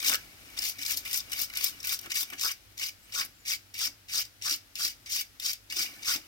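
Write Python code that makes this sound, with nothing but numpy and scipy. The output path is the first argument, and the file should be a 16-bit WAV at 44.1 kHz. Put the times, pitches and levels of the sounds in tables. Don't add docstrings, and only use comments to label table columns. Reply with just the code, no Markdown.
import sys
import numpy as np
from scipy import signal
from scipy.fft import rfft, irfft, next_fast_len
from scipy.io import wavfile
from scipy.ndimage import uniform_filter1d

SR = 44100
rng = np.random.default_rng(int(sys.argv[2]) if len(sys.argv) > 2 else 0)


def rack_gain(trim_db):
    fader = np.asarray(trim_db, float)
    return 10 ** (fader / 20)


def dump_mix(stems):
    frames = np.atleast_2d(stems).T
    limited = np.clip(frames, -1, 1)
    pcm = np.round(limited * 32767).astype(np.int16)
    wavfile.write(sys.argv[1], SR, pcm)


N = 276507
SIZE = next_fast_len(N + 8000)

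# landing/s, rise/s, hold/s, peak level/dB, lower casing ring re scrape/dB
SWIPES = [(2.378, 0.05, 0.066, -32.5, -19), (2.772, 0.048, 0.052, -37, -18), (3.12, 0.04, 0.053, -32.5, -6),
          (3.451, 0.04, 0.038, -31.5, -36), (3.74, 0.078, 0.032, -31, -17), (4.084, 0.062, 0.059, -31, -14),
          (4.414, 0.045, 0.074, -32, -12), (4.755, 0.062, 0.065, -31, -17.5),
          (5.06, 0.069, 0.068, -32, -27), (5.398, 0.052, 0.056, -32.5, -17.5),
          (5.699, 0.09, 0.045, -31, -18), (6.022, 0.065, 0.052, -30, -9)]
# f/Hz, level/dB
FAR_SHADE = [(100, 3), (400, -1.5), (2300, 0), (3500, -3.5), (5200, -2.5), (7400, -11.5), (9500, -5),
             (14000, -5.5), (20000, -7)]


def unit(x):
    return x / np.sqrt(np.mean(x ** 2))


def shape(points):
    hz, db = np.transpose(points)
    bins_hz = np.fft.rfftfreq(SIZE, 1 / SR)
    return rack_gain(np.interp(np.log(bins_hz + 1), np.log(hz), db))


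def rings(modes):
    f = np.fft.rfftfreq(SIZE, 1 / SR)
    total = 0
    for k, (hz, width, db) in enumerate(modes):
        sign = (-1) ** k
        total = total + sign * rack_gain(db) * 1j * f * width / (hz ** 2 - f ** 2 + 1j * f * width)
    return total


def through(x, response):
    return irfft(rfft(x, SIZE) * response, SIZE)[..., :N]


def ring(x, response):
    return through(x, response / np.sqrt(np.mean(np.abs(response) ** 2)))


def walk(rate):
    k = int(SR / rate)
    held = np.repeat(rng.standard_normal(N // k + 1), k)
    return unit(uniform_filter1d(held, k)[:N])


def flicks(per_second, scatter_db, patchy_db, slow_db):
    chance, strength, direction = rng.random((3, N))
    size = np.minimum(rack_gain(-scatter_db * np.log(strength + 1e-9)), 5.)
    patch = rack_gain(patchy_db * walk(500) + slow_db * walk(110))
    return unit((chance < per_second / SR) * np.sign(direction - .5) * size * patch)


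def trailing():
    # t/s, level/dB
    drag = [(0, -48), (.05, -41.5), (.16, -56.5), (.36, -64.5), (.56, -56), (1.3, -59), (1.8, -57.5),
            (2.07, -60.5), (2.35, -56), (2.5, -71), (2.97, -78), (3.1, -62.5), (3.4, -75), (5.6, -93),
            (5.85, -52.5), (6.02, -58.5), (6.27, -63)]
    level = np.interp(np.arange(N) / SR, *np.transpose(drag))
    layers_db = np.array([[0], [-5], [-2.5], [-5.5]])
    return rack_gain(level + layers_db) ** 2


def tufts():
    # t/s, peak level/dB, tip fizz re
    # peak/dB, casing ring re peak/dB
    snaps = [(.001, -17, -12, -28), (0.017, -22, -7, -24), (0.095, -8, -7, -4.5), (0.1165, -16.5, -5, -7),
             (0.119, -29, -8, -6), (0.1437, -14.5, -8, -4), (0.153, -14.5, -3, -13),
             (0.8937, -15.5, -17, -15.5), (1.296, -33, -1, -2), (1.305, -32, -5, -9),
             (1.3307, -15.5, -4, -18), (1.4, -23, -10, -20), (1.4983, -33, -9, 2), (1.5291, -35.5, -3, 8),
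             (1.609, -18.5, -6, -4), (2.0587, -27, -7, -7), (2.3, -31, -2, 0), (2.419, -21, -1, -15),
             (2.514, -18.5, 1, -10), (2.796, -15.5, -12, -17), (2.807, -29, -5, -20),
             (3.248, -24, 5.5, -15), (3.259, -35, 10, -17), (3.871, -16.5, -17, -11),
             (4.213, -15, -14, -27), (4.2512, -26, -14, -27), (4.4217, -20.5, -15, -22),
             (4.479, -17, -20, -32), (4.5394, -14, -19, -24), (4.5594, -26, -1, -28),
             (5.531, -14, -6, -26), (5.7229, -23, -6, -3), (6.047, -32, -10, -10),
             (0.026, -19, -10, -25), (0.126, -15, -11, -3), (0.628, -18.5, -9, -3),
                   (0.651, -15, -11, -17), (0.6684, -17, -11, -20), (0.6784, -20, -9, -23),
                   (0.687, -20, -12, -16), (0.8154, -23, -14, -17), (0.831, -15, -16, -15),
                   (0.849, -19, -11, -11), (0.9183, -24, -9, -18), (0.924, -16, -10, -19),
                   (1.0762, -21.5, -3, -17), (1.11, -19, -6, -21), (1.1416, -15, -6, -24),
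                   (1.1588, -15.5, 4, -26), (1.173, -13.5, 2, -25), (1.194, -18, -14, -22),
                   (1.202, -21, -12, -23), (1.3922, -21, 5, -22), (1.433, -16, -5, -22),
                   (1.536, -28.5, -3, 1), (1.5844, -32, -11, -16), (1.5944, -38, -8, -14),
                   (1.6594, -26, -5, -16), (1.829, -26, -5, -16), (1.854, -23, 2, -24),
                   (1.8704, -19, 3, -23), (1.892, -14, -6, -19), (1.941, -19, -10, -8),
                   (1.9894, -24, 1, -29), (2.0124, -37, 9, -14), (2.142, -28, -10, -20),
                   (2.1705, -18, -9, -21), (2.229, -17.5, 0, -9.5), (2.3214, -37, -10, -12),
                   (2.333, -24, -12, -9),
             (2.4290, -17.5, -10, -19), (2.4374, -21, -9, -21), (2.4473, -12, -3, -24),
                   (2.462, -16, 2, -18), (2.4864, -21, -7, -16), (2.788, -18, -14, -18),
                   (2.89, -40, -11, -19), (3.149, -16, -14, -25), (3.1956, -10.5, -16, -26),
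                   (3.2164, -27, -9, -18), (3.5, -14, -16, -12), (3.5194, -31, -14, -16),
                   (3.5475, -19.5, -21, -18), (3.7594, -33, -3, -16), (3.8194, -27, -13, -16),
                   (3.8494, -26, -15, -11), (4.0956, -24, -13, -18), (4.18, -10, -17, -22),
                   (4.2214, -35, -15, -22), (4.787, -19, -9, -22), (4.8714, -26, -18, -22),
                   (5.16, -18, 2, -23), (5.209, -20, 2, -13), (5.4251, -35, -11, -16),
                   (5.4844, -30, -11, -16), (5.4994, -31, -10, -18), (5.7964, -19, -16, -18),
                   (5.8494, -34, -8, -16), (5.9384, -35, -18, -14), (6.0696, -25, -17, -24),
                   (6.0944, -17, -16, -16), (6.106, -14, -19, -16), (6.116, -16, -18, -7),
                   (6.1444, -28, -15, -12), (6.1592, -15, -9, -17)]
    # t/s, peak level/dB, tip fizz re peak/dB
    scrub_tufts = [(0.0463, -18, -9), (0.0629, -11, -18), (0.0785, -26, -15), (0.136, -15, -10),
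                   (0.576, -25.5, -13), (0.588, -13, -11), (0.62, -20.5, -5), (0.6385, -18, -6),
                   (0.7851, -27, -7), (0.8229, -21, -6), (0.8615, -14, -9), (0.918, -15, -3),
                   (0.971, -14, -3.5), (1.051, -34, 3), (1.1298, -18, 5), (1.3184, -23, -3),
                   (1.414, -23, 4), (1.5545, -22.5, -10), (1.5715, -17, -1.5), (1.6418, -10, 1),
                   (1.6741, -29, -3), (1.8021, -27.5, -7), (1.846, -21.5, -1), (2.1044, -25, -9),
                   (2.117, -18, -14), (2.1545, -17.5, -5), (2.1691, -19, -8), (2.2075, -23, -10)]
    swipe_tufts = [(2.395, -21, -12), (2.4109, -21, -9), (2.7775, -27, -6), (2.8358, -19, -18),
                   (2.8665, -20, -19), (3.1223, -27, -12), (3.1488, -22, -21), (3.1864, -20, -22),
                   (3.4585, -29, -15), (3.4807, -21, -13), (3.7409, -24.5, -8), (3.7896, -20.5, -4),
                   (4.1305, -35, -14), (4.1554, -16, -17), (4.4955, -15, -24), (4.509, -13, -27),
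                   (4.7545, -21.5, -9.5), (4.811, -26, -16), (4.8299, -22, -22), (4.8479, -13, -18),
                   (5.0599, -30, -18), (5.1003, -41, -11), (5.121, -22, -3), (5.3983, -19, -6.5),
                   (5.461, -13.5, -17), (5.6994, -27, -10), (5.767, -19, -7), (5.8232, -24, -18),
                   (6.0292, -27, -17), (6.069, -30, -7)]
    events = snaps
    tuft_db = 4
    for rows, casing_db in ((scrub_tufts, -27), (swipe_tufts, -16)):
        events = events + [(at, db + tuft_db, tip_db, casing_db) for at, db, tip_db in rows]

    power = np.zeros((4, N))
    u = np.arange(2000) / SR
    rise_s, decay_s = 0.00081, 0.00162
    burst = (1 - np.exp(-u / rise_s)) * np.exp(-u / decay_s)
    for at, db, tip_db, casing_db in events:
        i = int(at * SR)
        layers_db = np.array([[0], [tip_db], [casing_db + 0.5], [casing_db - 7]])
        power[:, i:i + 2000] += (rack_gain(db - 3.5 + layers_db) * burst[:N - i]) ** 2
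    return power


def strokes(rows, grip, sing, lift_s):
    touch_s, light_share = 0.0064, 0.43
    power = np.zeros((5, N))
    scrape, tip, upper, lower = np.array(grip)
    for at, rise, hold, db, lower_db in rows:
        steps = [at - touch_s, touch_s, light_share * rise, (1 - light_share) * rise, hold, lift_s, lift_s]
        s = np.cumsum(steps)
        i = np.arange(int(s[0] * SR), min(int(s[-1] * SR), N))
        layers = (0, tip, upper, lower + lower_db, np.array(sing))
        for k, relative_db in enumerate(layers):
            points_db = np.r_[-80, db + scrape + relative_db, -120]
            power[k, i] += rack_gain(np.interp(i / SR, s, points_db)) ** 2
    return power


def ribs():
    crossings = [(0.125, 0.1, -52, -34.5), (0.576, .03, -45.5, -54), (0.643, .03, -52, -64),
                 (0.823, 0.05, -47, -69), (0.917, 0.11, -45.5, -52), (1.06, 0.025, -46, -50),
                 (1.328, 0.037, -44, -55), (1.575, 0.057, -46, -58), (2.063, 0.019, -48, -39),
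                 (2.119, 0.017, -36.5, -64), (2.161, 0.029, -36.5, -60), (2.331, 0.026, -42.5, -41.5),
                 (2.456, 0.063, -60, -34), (2.497, 0.041, -36.5, -40), (2.825, 0.054, -38.5, -59),
                 (3.196, 0.11, -62, -38.5), (3.214, 0.019, -38, -39), (3.519, 0.071, -40.5, -54),
                 (3.809, 0.063, -48, -45.5), (4.475, 0.059, -60, -38), (4.801, 0.045, -62, -43),
                 (4.856, 0.017, -52, -63), (5.175, 0.074, -41, -58), (5.797, 0.055, -44, -46.5),
                 (5.863, .04, -45.5, -70), (6.091, 0.076, -60, -42), (6.148, .03, -42, -57)]
    power = np.zeros((4, N))
    for at, length, upper_db, lower_db in crossings:
        i = np.arange(int((at - length / 2) * SR), int((at + length / 2) * SR))
        power[2:, i] += (rack_gain([[upper_db], [lower_db]]) * np.hanning(len(i))) ** 2
    return power


def surges():
    changes = [(0.106, 0.02, -10.5), (0.146, 0.0088, 2), (0.16, .02, -1), (0.592, 0.01, -3.5),
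               (0.795, 0.013, 2.5), (0.846, 0.01, -13), (0.853, .014, 3), (0.91, 0.015, 4.5),
               (0.957, 0.021, -13), (1.076, 0.01, 1), (1.147, 0.016, 4.5), (1.581, 0.015, 5.5),
               (1.667, 0.0087, 3), (1.698, 0.021, 6), (1.994, 0.009, 3), (2.04, 0.047, 9.5),
               (2.135, 0.014, -17), (2.384, 0.021, 2), (2.41, 0.015, 3.5), (2.435, 0.0093, 6),
               (2.462, 0.0078, -3), (2.496, 0.021, -8), (2.863, 0.012, 1.5), (2.889, 0.012, 10),
               (3.125, .012, -2.5), (3.144, 0.013, 4.5), (3.17, 0.023, -6), (3.204, 0.018, -4.5),
               (3.27, .02, -13), (3.513, 0.011, -5), (3.48, 0.013, 1.5), (3.556, 0.026, 5),
               (3.576, .03, -8), (3.772, 0.015, -3), (3.86, 0.027, 3.5), (3.9, 0.037, -2),
               (4.11, 0.025, -3), (4.15, 0.01, -3), (4.227, 0.019, 4), (4.235, 0.016, -14),
               (4.549, 0.012, 3), (4.871, 0.013, -3), (4.89, 0.016, -11), (5.071, 0.011, 1),
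               (5.086, 0.021, -8), (5.117, 0.012, 2.5), (5.185, .014, -4), (5.219, 0.016, 6.5),
               (5.24, .02, -14), (5.463, 0.0034, 2), (5.506, .014, -2), (5.709, 0.0099, 9.5),
               (5.749, 0.024, -5.5), (5.765, 0.019, 1.5), (6.041, .012, -9), (6.081, .016, 2.5)]
    db = np.zeros(N)
    for at, length, change_db in changes:
        i = np.arange(int((at - length / 2) * SR), int((at + length / 2) * SR))
        db[i] += change_db * np.hanning(len(i)) ** .5
    return rack_gain(db)


def pressure():
    # landing/s, rise/s, hold/s, peak level/dB, lower casing ring re scrape/dB
    scrubs = [
        (0.044, 0.032, 0.031, -27.5, -27),
        (0.57, 0.09, 0.036, -35.5, -23),
        (0.785, 0.11, 0.086, -37.5, -29),
        (1.05, 0.096, 0.037, -36, -19.5),
        (1.315, 0.092, 0.028, -35, -18),
        (1.55, 0.097, 0.029, -34.5, -19.5),
        (1.84, 0.082, 0.016, -32.5, -16.5),
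        (2.1, 0.061, 0.053, -32.5, -19.5),
    ]
    scrub_grip = [
        (-8, -10, 1, 0.5, -44.5),
        (-11, -1, -3.5, -1, -8),
        (-4, -5, -10.5, -19.5, -53),
        (4, 2, 0.5, -3, -5),
    ]
    swipe_grip = [
        (-16, -9.5, 1, -3, -53),
        (-16, -8.5, -9.5, -3, -6),
        (-6, -7.5, -21.5, -8.5, -14),
        (-10, -13, 0, -6.5, 0),
    ]
    scrub_sing = (-22, -5, -11, -17, -22)
    swipe_sing = (-34, -31, -9.5, 1, -22)
    power = strokes(scrubs, scrub_grip, scrub_sing, lift_s=0.086)
    power += strokes(SWIPES, swipe_grip, swipe_sing, lift_s=0.12)
    power[:4] += trailing() + ribs() + tufts()
    return np.sqrt(power) * surges()


def brush(drive):
    # f/Hz, level/dB
    wire_colour = [(1500, -94), (2600, -13.5), (3600, -7.5), (4200, -5.5), (5200, 3), (6000, -6.5),
                   (7000, -3), (8500, -10), (11000, -31)]
    tip_colour = [(6000, -26.5), (8500, -8), (10000, -6), (12000, 0.5), (14300, 5), (16000, -4),
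                  (20000, -26)]
    sing_colour = [(2500, -67), (3700, -52), (4400, -6), (4900, 13), (5500, 5), (6400, -10), (9000, -45)]
    # f/Hz, width/Hz, level/dB
    wire_rings = [(3594, 310, -2), (5150, 47, -22), (5060, 37, -27), (5194, 200, 13), (6040, 330, 2)]
    casing_low = [(1095, 60, 1.8), (1327, 57, 9), (1503, 69, 0.58), (1650, 38, 1.9)]
    casing_high = [(2088, 520, 0.5), (2243, 75, 11.5), (2640, 380, -9), (2935, 68, 4.5), (2346, 60, -4)]
    upper_colour = shape([(1200, -11.5), (1900, 0.0), (3000, 5.5), (5000, -7.5)])
    lower_colour = shape([(700, -8.0), (1050, -2.0), (1700, 7.0), (2600, -16.5)])

    tips = flicks(per_second=20000., scatter_db=2.1, patchy_db=1.4, slow_db=.4)
    wires = ring(tips * drive[0], shape(wire_colour) + rack_gain(-3.5) * rings(wire_rings))
    fizz = ring(tips * drive[1], shape(tip_colour))
    upper = ring(tips * drive[2], (0.2 + rings(casing_high)) * upper_colour)
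    lower = ring(tips * drive[3], (0.38 + rings(casing_low)) * lower_colour)
    singing = ring(tips * drive[4], shape(sing_colour))
    return wires + singing + rack_gain(1.0) * fizz + rack_gain(5.0) * upper + lower


def glove():
    # t/s, level/dB
    shifts = [(0.108, -44.5), (.6, -61), (1.41, -57), (2.06, -55.5), (2.22, -61), (2.34, -52), (3.249, -55),
              (3.89, -59), (4.19, -56), (4.54, -62), (4.85, -74), (5.19, -64), (5.76, -58), (6.16, -50.5)]
    # t/s, level/dB
    steady = [(0, -60.5), (2.3, -72), (2.6, -77), (5.6, -87), (5.8, -56), (6.27, -71)]
    t = np.arange(N) / SR
    rise_db_s, fall_db_s = 244, 265
    levels = [db - np.maximum(rise_db_s * (at - t), fall_db_s * (t - at)) for at, db in shifts]
    levels.append(np.interp(t, *np.transpose(steady)))
    return np.sqrt(np.sum(rack_gain(levels) ** 2, axis=0))


def hand():
    # t/s, peak level/dB, f/Hz
    knocks = [(0.045, -59, 310), (0.085, -50, 296), (0.1, -41, 582), (0.135, -46.5, 479), (0.473, -60, 294),
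              (0.644, -54, 303), (0.788, -51, 283), (1.767, -58, 286), (2.059, -52, 340),
              (2.329, -45.5, 297), (3.878, -49, 280), (4.515, -44.5, 304), (4.847, -51, 308),
              (5.764, -46, 354), (6.158, -42, 313)]
    # f/Hz, level/dB
    handle = [(100, -15), (200, -2.5), (310, 2), (450, -11), (750, -3), (1100, -20)]
    out = np.zeros(N + 4000)
    u = np.arange(4000) / SR
    thud = np.exp(-u / 0.026) * (1 - np.exp(-u / 0.00058))
    for at, db, hz in knocks:
        i = int(at * SR)
        out[i:i + 4000] += rack_gain(db) * np.sin(2 * np.pi * hz * u) * thud
    rub = flicks(per_second=1500., scatter_db=12.0, patchy_db=-0.5, slow_db=1.5) * glove()
    return out[:N] + rack_gain(1.0) * ring(rub, shape(handle))


def microphones(x, clutter_db, count):
    u = np.arange(800) / SR
    places = np.array([walk(160) for _ in range(count)])
    places = places / np.sqrt(np.sum(places ** 2, axis=0))
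    echoes = rng.standard_normal((count, 2, 800)) * np.exp(-u / 0.0038) * (u > .0002)
    echoes = rfft(echoes / np.sqrt(np.sum(echoes ** 2, axis=2, keepdims=True)), SIZE)
    colour = shape([(250, -9), (600, 1.5), (1300, -2.5), (3000, 2.0), (6000, 1.5), (9000, 4.5), (20000, 3.0)])
    clutter = np.sum(rfft(x * places, SIZE)[:, None] * echoes * colour, axis=0)
    lag_samples = 8.38
    far = shape(FAR_SHADE) * np.exp(-2j * np.pi * np.fft.rfftfreq(SIZE) * lag_samples)
    both = (rfft(x, SIZE) + rack_gain(clutter_db) * clutter) * np.array([np.ones_like(far), far])
    return irfft(both, SIZE)[:, :N]


def shop(x):
    t60_s, tail_db = 0.22, -13.5
    u = np.arange(SR // 2) / SR
    low_noise, high_noise = rng.standard_normal((2, 2, len(u)))
    low = signal.lfilter(*signal.butter(2, 6500, fs=SR), low_noise) * rack_gain(-60 * u / t60_s)
    high = rack_gain(3) * high_noise * rack_gain(-60 * u / (0.7 * t60_s))
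    tail = (low + high) * (1 - np.exp(-u / 0.003))
    tail = tail / np.sqrt(np.sum(tail ** 2) / 2)
    return rack_gain(tail_db) * signal.fftconvolve(x[None], tail, axes=1)[:, :N]


def background():
    # f/Hz, level per Hz/dB
    hiss_colour = [(15, -32), (25, -11), (97, -2.5), (170, -12), (293, -7), (405, -14.5), (591, -14),
                   (1070, -18), (1330, -14), (5280, -14), (8590, -19), (14000, -17), (16000, -20.5)]
    # f/Hz, rms level/dB
    hum_tones = [(50.6, -71.5), (100, -70.5)]
    t = np.arange(N) / SR
    mid, side = rng.standard_normal((2, N))
    side = through(side, shape([(30, -4), (300, -6.5), (700, 1.5), (20000, -0.5)]))
    shade = shape(FAR_SHADE)
    pair = through(np.array([mid + side, mid - side]), shape(hiss_colour) * np.array([np.ones_like(shade), shade]))
    hiss = unit(pair) * rack_gain(-61 + 3.0 + walk(6.8) / 2)

    hum = 0
    for hz, db in hum_tones:
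        phase = 2 * np.pi * hz * t + 1.6 * walk(6.6)
        hum = hum + rack_gain(db + 3.5 + 3.0 * walk(11)) * np.sin(phase)

    rumble = through(pair, shape([(40, 2), (150, -8), (400, -6)])) / np.std(pair)
    rumble = rumble * (t < 2.1) * rack_gain(-58 + 5.3 * walk(8.9))
    return hiss + rumble + hum * rack_gain([[-1.5], [1.5]])


def squeaks():
    # t/s, length/s, start f/Hz, end f/Hz, level/dB
    slides = [
        (3.0, .135, 7100, 9200, -65),
        (2.99, .07, 12700, 14200, -68),
        (3.07, .06, 12500, 13700, -63),
        (3.015, .04, 8300, 9900, -70),
        (3.335, .04, 7300, 7400, -71),
        (.37, .17, 8600, 9050, -67),
        (3.378, .078, 7450, 6800, -64),
        (3.025, .03, 13900, 14300, -67),
        (5.91, .11, 1800, 1740, -63),
        (5.85, .14, 2320, 2250, -65),
    ]
    out = np.zeros(N)
    flutter, wobble = rack_gain(3.5 * walk(160)), 1 + .006 * walk(290)
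    for at, length, from_hz, to_hz, db in slides:
        i = int(at * SR)
        u = np.arange(0, 1, 1 / (length * SR))
        glide = to_hz + (from_hz - to_hz) * (1 - u) ** 1.6
        hz = glide * wobble[i:i + len(u)]
        tone = np.sin(2 * np.pi * np.cumsum(hz) / SR)
        out[i:i + len(u)] += rack_gain(db) * np.sqrt(np.sin(np.pi * u)) * tone
    return out * flutter * rack_gain([[0], [-3.]])


def scene():
    near = brush(pressure()) + hand()
    swiping = np.arange(N) > SWIPES[1][0] * SR - 4000
    side = rack_gain(1.3 * np.array([[-.5], [.5]]) * swiping)
    direct = rack_gain(-2.0) * side * microphones(near, clutter_db=-2.0, count=6)
    return direct + shop(near) + background() + squeaks()


def low_pass(x):
    return signal.sosfilt(signal.butter(12, 16980, fs=SR, output="sos"), x)


def record(dry):
    cut = signal.ellip(10, .3, 60, 15950, fs=SR, output="sos")
    mix = signal.sosfilt(cut, dry)
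    return low_pass(mix)


dry = scene()
out = record(dry)
dump_mix(out)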